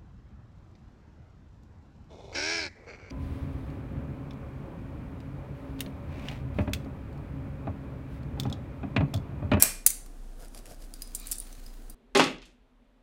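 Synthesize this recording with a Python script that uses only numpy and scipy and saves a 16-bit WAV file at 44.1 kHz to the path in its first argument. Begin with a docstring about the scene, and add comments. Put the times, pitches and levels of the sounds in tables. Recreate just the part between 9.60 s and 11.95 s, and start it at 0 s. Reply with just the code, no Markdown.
"""A sharp click and a wooden knock, then a second, thinner click: a plastic pen is put down on a desk.
Each impact sets the modes of pen and desk ringing, and a small quiet room reverberates briefly.
Pens held in the hand tick against each other, and a felt tip rubs four short strokes on a notebook.
Friction makes the pens rustle and squeak faintly in the fingers.
Under it all lie a low hum and faint room noise."""
import sys
import numpy as np
from scipy import signal
from scipy.fft import rfft, irfft, next_fast_len
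from scipy.io import wavfile
from scipy.ndimage import map_coordinates

SR = 44100
rng = np.random.default_rng(int(sys.argv[2]) if len(sys.argv) > 2 else 0)


def waveform_to_disk(signal):
    """Save audio, clipped to [-1, 1], as 16-bit WAV at the path in sys.argv[1]."""
    frames = np.transpose(np.atleast_2d(signal))
    scaled = np.clip(frames, -1, 1) * 32767
    samples = np.round(scaled).astype(np.int16)
    wavfile.write(sys.argv[1], SR, samples)


N = 103458
T = np.arange(SR // 2) / SR  # seconds within one contact
CLOCK = np.arange(N) / SR  # seconds within the scene
LIGHT_RISE_S = 0.0005  # attack of a light plastic contact

# click spectra of the first and the second blow, each: frequency_hz, level_db
CLICK_SPECTRA = [
    [(400, -31), (2000, -17), (3400, -17.5), (4900, -13.5), (5650, -9), (6400, -11.5), (7500, -5),
     (10200, -0.5), (15500, -7.5)],
    [(400, -25.5), (1200, -26), (2200, -14.5), (3300, -19.5), (4600, -9), (5400, -11.5), (6500, -7),
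     (7700, -3.5), (9200, 2), (12600, -5), (15500, -3.5)],
]


def amp(db):
    """Amplitude ratio of a level in decibels."""
    return 10 ** (np.asarray(db) / 20)


def unit_rms(x):
    """Normalisation to an rms of 1."""
    return x / np.sqrt(np.mean(x ** 2) + 1e-20)


def curve_at(points, hz):
    """Interpolation of (frequency, value) points on a logarithmic frequency axis."""
    frequencies, values = np.transpose(points)
    return np.interp(np.log(hz + 1), np.log(frequencies + 1), values)


def noise(spectrum, size, tilt_db=0):
    """Spectral shaping of white noise to rms 1, with a tilt per octave above 1 kHz."""
    hz = np.fft.rfftfreq(size, 1 / SR)
    gain = amp(curve_at(spectrum, hz) + tilt_db * np.log2(np.maximum(hz, 1000)))
    return unit_rms(irfft(rfft(rng.standard_normal(size)) * gain, size))


def wobble(rate_hz):
    """Smooth random modulation: a spline through rate_hz random values a second."""
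    return map_coordinates(rng.standard_normal(int(N * rate_hz / SR) + 4), [CLOCK * rate_hz])


def add(track, start_s, sound):
    """Superposition of a sound on the track, cut to the track's ends."""
    start = round(start_s * SR)
    sound, start = sound[max(-start, 0):], max(start, 0)
    track[start:start + len(sound)] += sound[:N - start]


def strike(rise_s, t60_s):
    """Impact envelope: a quadratic rise, then the exponential decay of a damped vibration."""
    rise = np.minimum((T + rise_s / 2) / (1.5 * rise_s), 1) ** 2
    return rise * amp(-60 * np.maximum(T - rise_s, 0) / t60_s)


def swell(middle_s, length_s):
    """Gaussian envelope of one movement of the hand."""
    return np.exp(-(2 * (CLOCK - middle_s) / length_s) ** 2)


def ring(modes, rise_s=0.00088):
    """Free vibration: a sum of damped modes whose levels and phases vary with each contact."""
    hz, db, t60_s = np.transpose(modes)[:, :, None]
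    envelopes = amp(db + 2 * rng.standard_normal(hz.shape)) * strike(rise_s, t60_s)
    return (envelopes * np.sin(2 * np.pi * (hz * T + rng.random(hz.shape)))).sum(0)


def in_room(sound, wet_db, build_s=0.0036):
    """Reverberation: the direct sound plus its convolution with a tail whose treble dies first."""
    # decay of the room: frequency_hz, t60_s
    decay_times = [(200, 0.42), (1400, 0.43), (4000, 0.38), (9000, 0.32), (15000, 0.25)]
    # spectrum of the tail: frequency_hz, level_db
    colour = [(100, -4.5), (2000, 3), (5000, 4), (9000, 1.5), (15000, -4)]
    hz, t, bands = signal.stft(rng.standard_normal(len(T)), SR, nperseg=256)
    bands = bands * amp(curve_at(colour, hz)[:, None] - 60 * t / curve_at(decay_times, hz)[:, None])
    tail = signal.istft(bands, SR, nperseg=256)[1][:len(T)]
    tail *= 1 - np.exp(-(T / build_s) ** 2)
    return sound + amp(wet_db) * signal.fftconvolve(sound, tail / np.linalg.norm(tail))[:len(T)]


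def blow(spectrum, pen_modes, click_db, knock_db, rise_s, t60_s, ring_db, room_db):
    """An impact excites both bodies: the hard plastic cracks and rings, the desk top knocks."""
    # spectrum of the knock: frequency_hz, level_db
    thud = [(60, -23.5), (110, -4), (200, 1.5), (330, -5.5), (470, -6.5), (650, -4.5), (1150, -10),
            (1700, -6.5), (3000, -9.5), (6000, -20.5)]
    # modes of the desk: pitch_hz, level_db, t60_s
    desk_modes = [(173, -3, .14), (231.6, -6, 0.12), (660, -3.5, 0.069), (1110, -9.5, 0.27),
                  (1199, -14, .3), (1640, -4.5, 0.242), (1860, -10.5, .2), (2078, -12.5, 0.24),
                  (2420, -0.5, 0.25)]
    click = noise(spectrum, len(T)) * strike(rise_s, t60_s) + amp(ring_db) * ring(pen_modes, rise_s)
    knock = noise(thud, len(T)) * strike(rise_s, t60_s=0.28) + amp(-6) * ring(desk_modes)
    return amp(click_db) * in_room(click, room_db) + amp(knock_db) * in_room(knock, wet_db=-8.5)


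def pen_on_desk():
    """A touch and two blows; the point of impact decides how strongly each mode is excited."""
    # the pen meets the desk: start_s, click_db, knock_db, rise_s, t60_s, ring_db, room_db
    blows = [(0.023, -3.5, -31.5, 0.0023, 0.0088, -12.5, -8), (0.2630, -6.5, -61, 0.0012, 0.038, -7, -12.5)]
    # the first touch, already dying away at time zero: same columns
    touch = (-.018, -10, -35, .001, .015, -12, -7.5)
    # modes of barrel and clip: pitch_hz, first_blow_db, second_blow_db, t60_s
    modes = [(4140, -13.5, -24, 0.022), (5497, -6, -25.5, 0.017), (6110, -9.5, -1, 0.013),
             (7560, -1.5, -14.5, .02), (8100, -11, -6, .03), (8830, -10, -1.5, .02),
             (9310, -17.5, -2.5, 0.064), (10070, -1.5, -3.5, .012), (10680, -5, -4.5, .018),
             (11680, 3.5, -5, 0.013), (13430, 3, -16, .012), (13960, -2, -1.5, .016)]
    first = CLICK_SPECTRA[0], [(hz, db, t60_s) for hz, db, _, t60_s in modes]
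    second = CLICK_SPECTRA[1], [(hz, db, t60_s) for hz, _, db, t60_s in modes]
    track = np.zeros(N)
    for spot, (start_s, *impact) in zip([first, first, second], [touch, *blows]):
        add(track, start_s, blow(*spot, *impact))
    return track


def chatter():
    """Secondary impacts: barrel and clip rattle after each blow in short bursts of noise."""
    # contacts of barrel and clip: start_s, level_db
    contacts = [(0.028, -19.5), (0.0338, -15), (.0365, -17), (0.2687, -27), (0.2716, -17), (0.274, -17),
                (0.2805, -32), (0.3037, -20)]
    track = np.zeros(N)
    for start_s, level_db in contacts:
        burst = noise(CLICK_SPECTRA[1], len(T)) * strike(LIGHT_RISE_S, t60_s=0.018)
        add(track, start_s, amp(level_db) * in_room(burst, wet_db=-9))
    return track


def background(hum_hz=29.9, drift_rad=0.41, noise_db=-52.5):
    """A low hum wavers by phase and amplitude modulation over steady room noise."""
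    # course of the hum: time_s, level_db
    hum_levels = [(0.0, -48), (0.19, -41.5), (0.24, -46.5), (0.7, -41.5), (1.12, -48.5), (1.2, -44),
                  (2.19, -43.5), (2.34, -43.5)]
    # spectrum of the room noise: frequency_hz, level_db
    air = [(20, -12), (40, -10), (63, -17), (90, -23), (130, -20), (160, -27), (250, -17), (320, -23),
           (410, -28), (510, -27), (600, -32), (720, -28), (850, -34), (1500, -37), (2200, -43.5),
           (5000, -45.5), (9500, -44.5), (12000, -49.5), (15500, -52)]
    hum = np.sqrt(2) * np.sin(2 * np.pi * hum_hz * CLOCK + drift_rad * wobble(2.237))
    hum_db = np.interp(CLOCK, *np.transpose(hum_levels))
    return amp(hum_db) * hum + amp(noise_db) * noise(air, N)


def pen_ticks(barrel_db=-19, detune=0.03):
    """Light impacts between held pens: a crack, a ping of the struck spot and the barrels' modes."""
    # contacts: start_s, peak_db, spot_hz, spot_db, tilt_db_per_octave, crack_t60_s
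    ticks = [(0.4611, -43.5, 13600, -6, -3.5, 0.017), (0.882, -42, 9600, -1, 1, 0.015),
             (0.9472, -34, 9850, 2, -5, 0.0093), (0.976, -35.5, 4940, -4, -2, 0.012),
             (1.056, -39, 7800, -11, -3.5, 0.021), (1.3385, -28, 4800, -7, 1, 0.0087),
             (1.4201, -23, 5020, -1, 3.5, 0.014), (1.474, -37, 9270, -8, 1.5, 0.015),
             (1.5489, -19.5, 7190, 0, 7.5, 0.053), (1.56, -32, 7800, -16, 5, 0.03),
             (1.598, -30.5, 11700, -5, 11, 0.021), (1.6702, -23, 9100, -20, 6, 0.017),
             (1.6884, -31, 4860, -10, 8, 0.01), (1.7136, -16.5, 9500, -10, 9, 0.02),
             (1.7177, -17, 7520, -1, 4.5, 0.023), (1.7244, -21, 4820, -7, 0.5, 0.022),
             (1.728, -22, 9300, -7, 8, 0.022), (1.756, -32, 9400, 6, 2, 0.012),
             (1.7832, -24, 9470, 1, 8, 0.015), (1.8004, -22, 9520, 3, 10, 0.027),
             (1.9276, -36, 6050, -3, -1, 0.0098), (2.0635, -35, 5030, 2, 13, 0.009),
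             (2.2979, -31.5, 8900, 0, 13.5, 0.037)]
    # spectrum of the crack: frequency_hz, level_db
    spectrum = [(590, -51), (1000, -14.5), (2940, -12), (4490, -10.5), (4920, -7), (6260, -7), (7440, -5),
                (9250, 0), (11600, -10.5), (15500, -16)]
    # modes of the held barrels: pitch_hz, level_db, t60_s
    barrel_modes = [(3877, -12.5, 0.27), (4800, -1.5, 0.075), (5900, -5.5, 0.11), (7630, -5.5, 0.042),
                    (9600, 1, 0.064), (10810, 0, 0.078), (13170, 5, 0.044)]
    spot_t60_s = 0.014
    track = np.zeros(N)
    for start_s, peak_db, spot_hz, spot_db, tilt_db, t60_s in ticks:
        crack = noise(spectrum, len(T), tilt_db) * strike(LIGHT_RISE_S, t60_s)
        grip = [1 + detune * rng.standard_normal(), 1, 1]  # the fingers detune the barrels
        ping = ring([(spot_hz, spot_db, spot_t60_s)])
        tick = crack + ping + amp(barrel_db) * ring(np.multiply(barrel_modes, grip))
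        add(track, start_s, amp(peak_db) * in_room(tick / np.abs(tick).max(), wet_db=-12))
    return track


def felt_strokes(grain_db=3, fibre_db=4):
    """Friction noise of a felt tip on paper fibres: a dull rub in the notebook and a grainy hiss."""
    # strokes of the tip: middle_s, length_s, rub_db, hiss_db
    strokes = [(0.83, 0.078, -49, -56.5), (0.97, 0.073, -54, -55.5), (1.108, 0.081, -49.5, -54),
               (1.23, 0.059, -53.5, -57.5)]
    # spectrum of the rub: frequency_hz, level_db
    notebook = [(150, -4.5), (350, -7.5), (490, -3), (720, -3), (880, -17), (1100, -20), (1450, -13.5),
                (2200, -31), (5000, -31)]
    # spectrum of the hiss: frequency_hz, level_db
    paper = [(800, -35), (2000, -5), (4200, -6), (4900, 1), (5800, -3.5), (8500, -2.5), (9600, -1.5),
             (12000, -4.5), (15500, -14)]
    rub = noise(notebook, N) * unit_rms(amp(grain_db * wobble(150)))
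    hiss = noise(paper, N) * unit_rms(amp(fibre_db * wobble(590)))
    return sum(swell(middle_s, length_s) * (amp(rub_db) * rub + amp(hiss_db) * hiss)
               for middle_s, length_s, rub_db, hiss_db in strokes)


def pen_rustle(grain_db=3):
    """Sliding friction: grainy noise swells as the pens shift in the hand."""
    # slides of the pens: middle_s, length_s, level_db
    slides = [(1.42, 0.061, -63.5), (1.675, 0.077, -54.5), (1.804, 0.9, -56)]
    # spectrum of the rustle: frequency_hz, level_db
    spectrum = [(700, -11), (1600, -0.5), (3650, -1), (3850, -1), (4200, 2.5), (5000, -1), (5450, -4),
                (5950, -2), (6600, 0.5), (7500, -2), (11000, -2.5), (13000, -6.5), (15500, -1.5)]
    envelope = sum(amp(db) * swell(middle_s, length_s) for middle_s, length_s, db in slides)
    return envelope * unit_rms(noise(spectrum, N) * amp(grain_db * wobble(250)))


def pen_squeak(level_db=-55):
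    """Friction under the fingers: noise gathered in narrow spectral peaks is heard as a squeak."""
    # spectrum of the squeak: frequency_hz, level_db
    spectrum = [(800, -42), (1080, -11), (1200, 2.5), (1400, -10), (2050, -25), (2420, 9), (2750, -23),
                (3400, -18), (3850, 3), (4400, 2), (8000, -33)]
    return amp(level_db) * swell(middle_s=1.64, length_s=0.1) * noise(spectrum, N)


def scene():
    """Superposition of all sources at one point above the desk."""
    mix = pen_on_desk() + chatter() + background()
    mix += pen_ticks() + felt_strokes() + pen_rustle() + pen_squeak()
    return mix[None]


def record(dry):
    """Clipping at full scale, then band limiting by a steep low-pass."""
    cutoff_hz = 15900
    size = next_fast_len(N + SR // 2)
    hz = np.fft.rfftfreq(size, 1 / SR)
    spectrum = rfft(np.clip(dry, -1, 1), size)
    return irfft(spectrum / (1 + (hz / cutoff_hz) ** 160), size)[:, :N]


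dry = scene()
out = record(dry)
waveform_to_disk(out)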